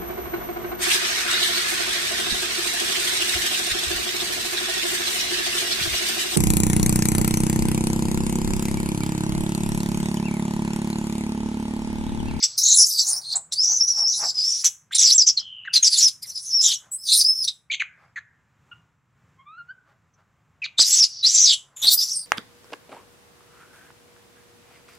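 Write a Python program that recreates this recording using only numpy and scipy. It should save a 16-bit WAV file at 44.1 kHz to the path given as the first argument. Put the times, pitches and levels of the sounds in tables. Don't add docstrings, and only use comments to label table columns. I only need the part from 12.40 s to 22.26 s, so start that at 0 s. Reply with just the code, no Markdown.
import sys
import numpy as np
from scipy import signal
from scipy.fft import rfft, irfft, next_fast_len
from scipy.io import wavfile
from scipy.ndimage import uniform_filter1d, minimum_filter1d

SR = 44100
rng = np.random.default_rng(int(sys.argv[2]) if len(sys.argv) > 2 else 0)


def generate_wav(signal):
    frames = np.transpose(np.atleast_2d(signal))
    scaled = np.clip(frames, -1, 1) * 32767
    pcm = np.round(scaled).astype(np.int16)
    wavfile.write(sys.argv[1], SR, pcm)


N = 434826
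TIME = np.arange(N) / SR

# mouth hiss in dB, low rasp in dB relative to the voice,
# and a curve of effort whose points give time in seconds, pitch in Hz, level in dB, roughness (held to 0.13-1).
SCREAMS = [ (-43, -41, [(.18, 5200, -17, .85), (.21, 5500, -24, .85), (.24, 6150, -16, .65),
           (.29, 7000, -16.5, .85), (.325, 6100, -12.5, .65), (.36, 7020, -21, .9), (.405, 6500, -11, .85),
           (.445, 5200, -13, .55), (.475, 6058, -24, .85), (.572, 4720, -22, .45), (.602, 5030, -8.5, .75),
           (.635, 5730, -28.5, .95), (.685, 6700, -21.5, .88), (.735, 5250, -27.5, .55),
           (.785, 5510, -27, .55)]), (-48.5, -40, [(.815, 4500, -40.5, .7), (.88, 4170, -28.5, .3),
           (.938, 4350, -19, .6)]), (-53, -35.5, [(1.155, 4397, -30, .5), (1.195, 5007, -16, .15),
           (1.25, 5650, -18, .55), (1.372, 6150, -20, .45), (1.397, 5793, -29, .65), (1.41, 5450, -10, 0.2),
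           (1.462, 5618, -28, .35), (1.494, 5819, -16.5, .45), (1.503, 5765, -17, .45),
           (1.535, 5457, -25, .4), (1.59, 5400, -18.5, .45), (1.65, 5460, -18.5, 0), (1.7, 5666, -18, .55),
           (1.775, 5600, -26.5, .72), (1.905, 5067, -20.5, 0.6)]), (-54.5, -24.5, [(1.945, 5167, -30, .45),
           (1.988, 4958, -18, .35), (2.04, 5100, -20.5, 0.5), (2.11, 5594, -19.5, 0.5),
           (2.225, 5410, -29.5, .85)]), (-52, -22, [(2.584, 6200, -14, .6), (2.612, 6000, -12, 1),
           (2.65, 5610, -12, .65), (2.708, 4484, -11.5, .65), (2.724, 5600, -7.5, .3),
           (2.734, 5980, -15.5, .7)]), (-43.5, -22.5, [(3.5, 4860, -32.5, 0.77), (3.532, 4834, -12.5, 0.61),
           (3.568, 3935, -18.5, 0.74), (3.608, 6090, -13.5, 1.1), (3.672, 5110, -8.5, 0.14),
           (3.685, 4440, -18, 0.8)]), (-48, -26.5, [(3.86, 5700, -45, .7), (3.905, 5600, -33.5, .55),
           (3.935, 5300, -48.5, .6), (3.965, 5040, -24, .45), (4.025, 5580, -44, .7), (4.07, 6200, -32, .6),
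           (4.129, 5320, -24.5, .45), (4.136, 5450, -14.5, .2), (4.16, 5580, -16, .1),
           (4.208, 5140, -14.5, .15), (4.224, 5820, -19.5, 1), (4.255, 5900, -15.5, .75),
           (4.3, 4830, -20, 1), (4.325, 3235, -14, .75), (4.345, 3500, -22.5, .85)]),
           (-41, -31.5, [(4.585, 4950, -47, .1), (4.645, 5404, -37, .45), (4.68, 4060, -25, .7),
           (4.73, 3970, -11, .8), (4.77, 5700, -24.5, .98), (4.815, 4800, -9, .7), (4.84, 5050, -30.5, .8),
           (4.85, 4930, -10.5, .2), (4.875, 5330, -17, .15), (4.9, 5168, -13, .12), (4.922, 5450, -20, .15),
           (4.951, 5330, -26.5, .25), (5.023, 5186, -19.5, .2), (5.05, 4810, -23.5, .8)]),
           (-48, -21.5, [(8.385, 3554, -5, 0.52), (8.423, 4830, -10, 1.1), (8.439, 4260, -16, 0.53),
           (8.455, 6280, -19.5, 1.1), (8.598, 5710, -12.5, 0.89), (8.614, 5460, -10, 0.22),
           (8.645, 4730, -9, 0.8)]), (-56, -22, [(8.832, 3950, -13.5, 0.3), (8.852, 4198, -7.5, 0.4),
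           (8.885, 5410, -13.5, .7), (8.91, 6400, -19, 1), (8.965, 6245, -15, 0.87),
           (9.035, 6000, -11.5, 0.5), (9.075, 4725, -11, 0.7), (9.107, 4550, -12, .7),
           (9.14, 3423, -17, 0.99)]), (-34, -26, [(9.418, 7100, -29, 0.4), (9.445, 3924, -31, 1),
           (9.486, 4300, -4.5, 0.3), (9.502, 4500, -28, 1), (9.518, 4323, -11, 0.7),
           (9.55, 4800, -24.5, .9)]), (-45, -28, [(9.578, 4950, -15.5, .35), (9.63, 5040, -19, 0.8),
           (9.655, 5100, -27.5, .85), (9.722, 5400, -24.5, .6), (9.85, 4760, -43.5, 0.5)])]
# start in seconds, length in seconds, start pitch in Hz,
# end pitch in Hz, level in dB, roughness (held to 0.13-1), mouth hiss in dB, low rasp in dB relative to the voice.
SHRIEKS = [(.029, 0.023, 5000, 5400, -13, 0.74, -52, -18), (.958, .007, 7010, 7700, -17, 0.6, -48.5, -36),
           (1.124, 0.014, 3450, 4300, -20, .98, -52.5, -33),
           (2.245, .028, 5700, 6055, -15.5, 1.2, -45.5, -19.5),
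           (2.523, 0.015, 2900, 3904, -21.5, .4, -61, -7.5),
           (2.549, .016, 5850, 6360, -21.5, 1.23, -49.5, -13.5),
           (2.749, 0.017, 7550, 7420, -17, 0.2, -55.5, -13.5),
           (2.782, .046, 6060, 4940, -10.5, .45, -58, -29.5), (2.869, .03, 6060, 5360, -12, .6, -67, -24),
           (2.975, 0.006, 4440, 4160, -11.5, 0.38, -91, -24.5),
           (2.995, 0.0063, 5920, 5030, -25.5, 0.5, -77.5, -18.5),
           (3.338, 0.022, 5000, 4910, -13.5, 0.59, -46, -12.5),
           (3.356, 0.017, 4300, 4110, -6, 0.4, -40.5, -15),
           (3.431, 0.0043, 6400, 6400, -12, 0.39, -47, -11.5),
           (3.446, .034, 5550, 4900, -11, 0.8, -51.5, -23.5),
           (3.826, .008, 5150, 5120, -30, 0.55, -40, -22), (4.519, 0.046, 7700, 8290, -32, 0.3, -30.5, -40),
           (5.079, 0.0097, 3640, 3730, -13.5, 0.54, -51.5, -25),
           (7.738, .008, 6000, 5952, -65.5, .5, -84, -21.5),
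           (9.366, 0.067, 6990, 6800, -41, .45, -47, -5.5)]
# start in seconds, length in seconds, start pitch in Hz,
# end pitch in Hz, level in dB before a common trim.
UNDERTONES = [(0.253, .1, 4127, 4040, -23), (2.548, .08, 4026, 3586, -26),
              (4.241, 0.088, 3683, 3317, -23.5), (4.687, 0.079, 3877, 4050, -19),
              (9.066, .065, 4030, 3258, -17.5), (9.428, 0.095, 3676, 3830, -21)]
# start in seconds, length in seconds,
# start pitch in Hz, end pitch in Hz, start level in dB, end level in dB, blur in Hz.
BLURRED_TONES = [(0.002, 0.19, 5170, 5190, -34.5, -46.5, 970), (2.989, 0.35, 3250, 2730, -42, -45, 167.6),
                 (8.694, .12, 5390, 4974, -40, -36.5, 700)]
# start in seconds, length in seconds, start pitch in Hz, end pitch in Hz,
# level in dB before the final colouring, roughness (about 0-1), octave in dB relative to the tone.
YELPS = [(0.009, 0.016, 2381, 2150, -38, 0.3, -10), (2.236, 0.044, 2036, 1792, -35.5, 1.11, -11.5),
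         (2.508, 0.042, 1610, 2558, -34.5, 0.43, -22.5), (3.247, 0.021, 1745, 1953, -34.5, 0.3, -24.5),
         (3.273, 0.012, 1997, 1470, -21, 0.06, -23.5), (3.839, 0.024, 2274, 1957, -44, 0.3, 2),
         (5.299, 0.023, 2202, 2444, -20, 0.09, -27), (5.312, 0.042, 3373, 3140, -23.5, 0.84, -21.5),
         (5.334, 0.0089, 2253, 2167, -19, 0, -12), (5.396, .027, 2585, 2015, -16, 0.4, -48.5),
         (5.758, 0.033, 1935, 1725, -25, 0.35, -63), (6.313, 0.019, 1445, 1380, -34.5, 0.06, -4.5),
         (8.218, 0.028, 2648, 2276, -21.5, 0.18, -26), (8.239, 0.023, 2191, 1868, -25, 0.51, 10)]
# start in seconds, length in seconds, start pitch in Hz, end pitch in Hz, level in dB.
COOS = [(6.996, 0.024, 1053, 1080, -53), (7.071, 0.11, 1166, 1408, -47.5), (7.183, 0.031, 1426, 1410, -40),
        (7.296, 0.015, 1475, 1547, -37.5)]
# peak time in seconds, level in dB, rise and fall time in seconds.
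GRUNTS = [(.728, -49.5, 0.042), (.962, -41, 0.012), (1.32, -48.5, 0.023), (1.61, -44, .024),
          (1.835, -33.5, 0.015), (2.262, -60, 0.014)]
# time in seconds,
# height of the blow in dB before it is coloured.
KNOCKS = [(0.404, -29.5), (8.394, -16)]
# peak time in seconds, level in dB, rise and fall time in seconds.
SHUFFLES = [(3.018, -58, 0.0051), (4.45, -60, 0.033), (5.63, -60, 0.036), (7.5, -61, 0.027),
            (7.8, -63.5, 0.016), (9.5, -59, 0.12)]

# frequency in Hz, level in dB.
THROAT = [(500, -58), (1100, -44.5), (1600, -35.5), (2600, -28), (3100, -30.5), (3900, -4), (5000, -1.5),
          (6300, 7.5), (6750, -1.5), (7700, 5), (8300, -21.5), (9500, -36)]
MOUTH_HISS = [(7400, -35.5), (8200, -2.5), (9000, 0.5), (10200, 1.5), (10600, -18.5), (11200, -15.5),
              (11900, -5), (12300, -21), (14400, -11), (15500, -17)]
LOW_RASP = [(800, -37), (1400, -16.5), (2000, -6), (3000, -1), (3600, 8), (4300, -21.5)]
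YELP_RASP = [(700, -26), (1500, -17), (2400, -4), (4000, 11), (5300, -14.5), (6400, 0.5), (7700, -8),
             (8600, -33)]
# frequency in Hz, level in dB.
GRUNT_THROAT = [(100, -15), (300, -22), (550, -12.5), (830, 1.5), (1100, -7), (1600, -10.5), (2500, -20.5),
                (5000, -64)]
KNOCK_COLOUR = [(30, -3), (150, -5), (800, 2), (1500, 10.5), (4000, -23), (12000, -16)]
SHUFFLE_BODY = [(200, -12), (600, -1.5), (1400, 5.5), (2500, -11.5), (6000, -21.5), (12000, -34)]
AIR = [(20, -34), (45, -18), (90, -2), (150, -1), (220, -12.5), (350, -20), (650, -22.5), (1200, -16.5),
       (2200, -23.5), (4500, -38), (7500, -33), (9000, -46.5), (15000, -48)]
# frequency in Hz, level in dB.
WHISTLE_COLOUR = [(1500, -13.0), (3000, -20), (3600, -6.5), (8000, 3), (9500, -17.5)]
YELP_COLOUR = [(700, -14.5), (1400, -8.5), (4400, -3.5), (5300, -16.0), (6200, 2), (7700, -3.5), (8800, -27)]
FUR = [(50, -4.5), (140, 12.0), (260, -5.0), (1200, 0), (3000, -20.0), (9000, -29)]
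SCATTER_SIDE = [(300, -19), (2500, -35.5), (5000, -14), (9000, -16.5), (13000, -13.5)]
# time in seconds, struggle from 0 to 1.
STRUGGLE = [(0, 0.67), (1.4, 0.8), (1.9, 1), (2.3, 0.048), (4.4, 0.23), (6, 0.051), (7.6, 0.17), (8.6, 0.33), (9.8, 0.65)]
# band centre in Hz, time to fall by 60 dB in seconds, level in dB.
TERRACE = [(250, 0.21, -14.5), (700, 0.13, -2.5), (1500, 0.63, -14), (2850, 0.22, -9), (4400, 0.083, -9),
           (8700, 0.28, -12)]

ATTACK_S, RELEASE_S = 0.0023, .008
THROB_DB, THROB_HZ = 1.03, 44.8
WANDER_HZ, WANDER_RATE_HZ = 68, 15
HISS_FOLLOW, HISS_STRAIN_DB, USUAL_DB = .35, 19.5, -21
TOP_HZ = 15750


def screams(jitter_hz=170, quaver_hz=40, lurch_hz=480, flutter_db=6, burst_db=-1.0, smear_hz=620,
            smear_share=0.47, chaos_share=0.85, chaos_power=5.0, octave_db=-5, hiss_trim_db=-1):
    hz, rough, voice_gain, hiss_gain, rasp_gain = effort()
    quaver = quaver_hz * walk(78)
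    lurch = lurch_hz * rough ** 2 * walk(60)
    jitter = jitter_hz * rough * walk(420)
    phase = turn(hz + quaver + lurch + jitter)
    flutter = undb(flutter_db * rough * walk(130))
    flutter /= np.sqrt(uniform_filter1d(flutter ** 2, size=700))
    bursts = unit(undb(burst_db * walk(330)))

    sidebands = unit(walk(smear_hz) * np.sin(phase) + walk(smear_hz) * np.cos(phase))
    smear = smear_share * np.clip((rough / 0.64) ** 3.5, 0, 1)
    whistle = np.sqrt(2 * (1 - smear)) * flutter * np.sin(phase) + np.sqrt(smear) * sidebands
    whistle = colour(whistle, WHISTLE_COLOUR)
    chaos = chaos_share * rough ** chaos_power
    throat = bursts * patchy(THROAT, patch_db=8.5, patch_hz=44.6)
    voice = np.sqrt(1 - chaos) * whistle + np.sqrt(chaos) * throat

    octave = colour(flutter * np.sin(2 * phase), MOUTH_HISS) * undb(octave_db) * (1 - chaos)
    rush = undb(hiss_trim_db) * bursts * patchy(MOUTH_HISS, patch_db=11.5, patch_hz=18, count=14)
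    rasp = bursts * noise(LOW_RASP)
    return voice_gain * voice + hiss_gain * (rush + octave) + rasp_gain * rasp


def effort():
    calls = [[(*point, hiss_db, rasp_db) for point in points] for hiss_db, rasp_db, points in SCREAMS]
    calls += [glide(*row) for row in SHRIEKS]
    envelope, hz, db, rough, hiss_db, rasp_db = play(calls, ATTACK_S, RELEASE_S)
    rough = np.clip(rough, .13, 1)
    hiss_db = hiss_db + HISS_FOLLOW * (db - USUAL_DB) + HISS_STRAIN_DB * rough
    pressure = envelope * undb(THROB_DB * walk(THROB_HZ))
    gains = pressure * undb([db, hiss_db, db + rasp_db])
    voice_gain, hiss_gain, rasp_gain = uniform_filter1d(gains, size=90)
    wandering_hz = hz + WANDER_HZ * walk(WANDER_RATE_HZ)
    return wandering_hz, rough, voice_gain, hiss_gain, rough * rasp_gain


def undertones(width_hz=300, trim_db=-1, attack_s=0.0047, release_s=0.011):
    envelope, hz, db = play([glide(*row) for row in UNDERTONES], attack_s, release_s)
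    return envelope * undb(db + trim_db) * blurred(hz, width_hz)


def blurred_tones(attack_s=.008, release_s=.015):
    out = 0
    for start, length, start_hz, end_hz, start_db, end_db, width_hz in BLURRED_TONES:
        call = [(start, start_hz, start_db), (start + length, end_hz, end_db)]
        envelope, hz, db = play([call], attack_s, release_s)
        out = out + envelope * undb(db) * blurred(hz, width_hz)
    return out


def yelps(jitter_hz=520, flutter_db=6, rasp_db=-3, edge_s=.004):
    out = np.zeros(N)
    wobble, flutter, rasp = walk(510), walk(260), noise(YELP_RASP)
    for start, length, start_hz, end_hz, db, rough, octave_db in YELPS:
        t = np.arange(int((length + edge_s) * SR)) / SR
        span = slice(int(start * SR), int(start * SR) + len(t))
        hz = np.interp(t, [0, length], [start_hz, end_hz])
        phase = turn(hz + jitter_hz * rough * wobble[span])
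        tone = np.sin(phase) + undb(octave_db) * np.sin(2 * phase)
        tone = unit(tone * undb(flutter_db * rough * flutter[span]))
        hoarse = tone + undb(rasp_db) * rough ** 2 * rasp[span]
        edges = np.clip(np.minimum(t, t[-1] - t) / edge_s, 0, 1)
        out[span] += undb(db) * hoarse * edges
    return colour(out, YELP_COLOUR)


def coos(second_db=-15, third_db=-21, waver=0.013, attack_s=0.0064, release_s=0.0059):
    envelope, hz, db = play([glide(*row) for row in COOS], attack_s, release_s)
    phase = turn(hz * (1 + waver * walk(98)))
    bright = undb(np.interp(hz, [1100, 1500], [7, -10]))
    overtones = undb(second_db) * np.sin(2 * phase) + undb(third_db) * np.sin(3 * phase)
    level = uniform_filter1d(envelope * undb(db), size=300)
    return level * np.sqrt(2) * (np.sin(phase) + bright * overtones)


def grunts():
    return puffs(GRUNTS, GRUNT_THROAT, grain_db=2, grain_hz=119.6)


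def knocks(push_s=.0004, rattle_db=-25, rattle_s=.018):
    out = np.zeros(N)
    t = np.arange(SR // 5) / SR
    for at, db in KNOCKS:
        push = np.exp(-t / push_s)
        rattle = undb(rattle_db) * np.exp(-t / rattle_s) * rng.standard_normal(len(t))
        out[int(at * SR):int(at * SR) + len(t)] += undb(db) * (push + rattle)
    return colour(out, KNOCK_COLOUR)


def shuffles():
    return puffs(SHUFFLES, SHUFFLE_BODY, grain_db=-1.0, grain_hz=204.5)


def terrace(x, early_s=0.0065, near_db=-17, side_db=-11.5, far_db=-29, far_t60_s=0.24):
    t = np.arange(int(.8 * SR)) / SR
    centres = np.log([row[0] for row in TERRACE])
    bins = np.log(np.maximum(np.fft.rfftfreq(len(t), 1 / SR), 1))
    tail = np.zeros((2, len(t)))
    for pick, (_, t60, db) in zip(np.eye(len(TERRACE)), TERRACE):
        decay = np.exp(-np.log(1000) * t / t60) * np.minimum(t / 0.0091, 1)
        band = irfft(rfft(rng.standard_normal(tail.shape)) * np.interp(bins, centres, pick), len(t))
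        tail += undb(db) * band * decay / np.linalg.norm(decay)
    scatter = t * np.exp(-2 * t / early_s)
    early = rng.standard_normal(tail.shape) * scatter / np.linalg.norm(scatter)
    mid = tail[0] + undb(near_db) * early[0]
    side = undb(side_db) * tail[1] + colour(early[1], SCATTER_SIDE)
    fading = np.exp(-np.log(1000) * t / far_t60_s) * np.minimum(t / 0.02, 1)
    far = undb(far_db) * rng.standard_normal(tail.shape) * fading / np.linalg.norm(fading)
    echo = np.array([mid + side, mid - side]) + far
    return signal.fftconvolve(x[None], echo, axes=1)[:, :N]


def fur(scuffle_db=-61, sway_db=0.87):
    struggle = np.interp(TIME, *np.transpose(STRUGGLE))
    return struggle * undb(scuffle_db + sway_db * walk(4)) * noise(FUR)


def air(mid_db=-66.5, side_db=-81.5, swell_db=2):
    mid = undb(mid_db + swell_db * walk(2.1)) * noise(AIR)
    side = undb(side_db) * noise(AIR)
    return mid + np.array([side, -side])


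def puffs(table, spectrum, grain_db, grain_hz):
    swell = sum(undb(db) * np.exp(1 - np.hypot(1, (TIME - at) / width)) for at, db, width in table)
    grain = unit(undb(grain_db * walk(grain_hz)))
    return swell * grain * noise(spectrum)


def glide(start, length, start_hz, end_hz, *held):
    return [(start, start_hz, *held), (start + length, end_hz, *held)]


def play(calls, attack_s, release_s):
    curves = np.zeros((len(calls[0][0]), N))
    for call in calls:
        at, *controls = np.transpose(call)
        first = max(int((at[0] - 8 * attack_s) * SR), 0)
        span = slice(first, int((at[-1] + 8 * release_s) * SR))
        t = TIME[span]
        opening = np.maximum(at[0] - t, 0) / attack_s
        closing = np.maximum(t - at[-1], 0) / release_s
        envelope = np.exp(-opening - closing)
        own = [envelope] + [np.interp(t, at, control) for control in controls]
        curves[:, span] = np.where(envelope > curves[0, span], own, curves[:, span])
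    return curves


def turn(hz):
    return 2 * np.pi * np.cumsum(hz) / SR


def blurred(hz, width_hz):
    phase = turn(hz)
    return walk(width_hz) * np.sin(phase) + walk(width_hz) * np.cos(phase)


def patchy(spectrum, patch_db, patch_hz, count=22):
    size = next_fast_len(N)
    whole = rfft(noise(spectrum), size)
    bins = np.fft.rfftfreq(size, 1 / SR)
    centres = np.linspace(spectrum[0][0], spectrum[-1][0], count)
    knots = np.arange(0, N / SR + 1, 1 / patch_hz)
    out = 0
    for pick in np.eye(count):
        band = irfft(whole * np.interp(bins, centres, pick), size)[:N]
        swell = undb(patch_db * rng.standard_normal(len(knots)))
        out = out + band * np.interp(TIME, knots, swell)
    return unit(out)


def walk(rate_hz, order=3):
    lowpass = signal.butter(order, min(rate_hz, SR / 4), fs=SR, output="sos")
    return unit(signal.sosfilt(lowpass, rng.standard_normal(N)))


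def noise(spectrum):
    return unit(colour(rng.standard_normal(N), spectrum))


def colour(x, spectrum):
    hz, db = np.transpose(spectrum)
    size = next_fast_len(len(x))
    bins = np.maximum(np.fft.rfftfreq(size, 1 / SR), 1)
    gain = undb(np.interp(np.log(bins), np.log(hz), db))
    return irfft(rfft(x, size) * gain, size)[:len(x)]


def unit(x):
    return x / np.sqrt(np.mean(x ** 2))


def undb(db):
    return 10 ** (np.asarray(db) / 20)


def scene():
    baby = screams() + undertones() + yelps() + coos()
    near = baby + blurred_tones() + grunts() + knocks() + shuffles()
    return near + terrace(near) + fur() + air()


def record(dry, ceiling_db=-1):
    room = np.minimum(1, undb(ceiling_db) / (np.abs(dry).max(axis=0) + 1e-9))
    gain = uniform_filter1d(minimum_filter1d(room, size=177), size=177)
    lowpass = signal.ellip(10, .2, 70, TOP_HZ, fs=SR, output="sos")
    return signal.sosfilt(lowpass, dry * gain)


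dry = scene()
out = record(dry)
generate_wav(out)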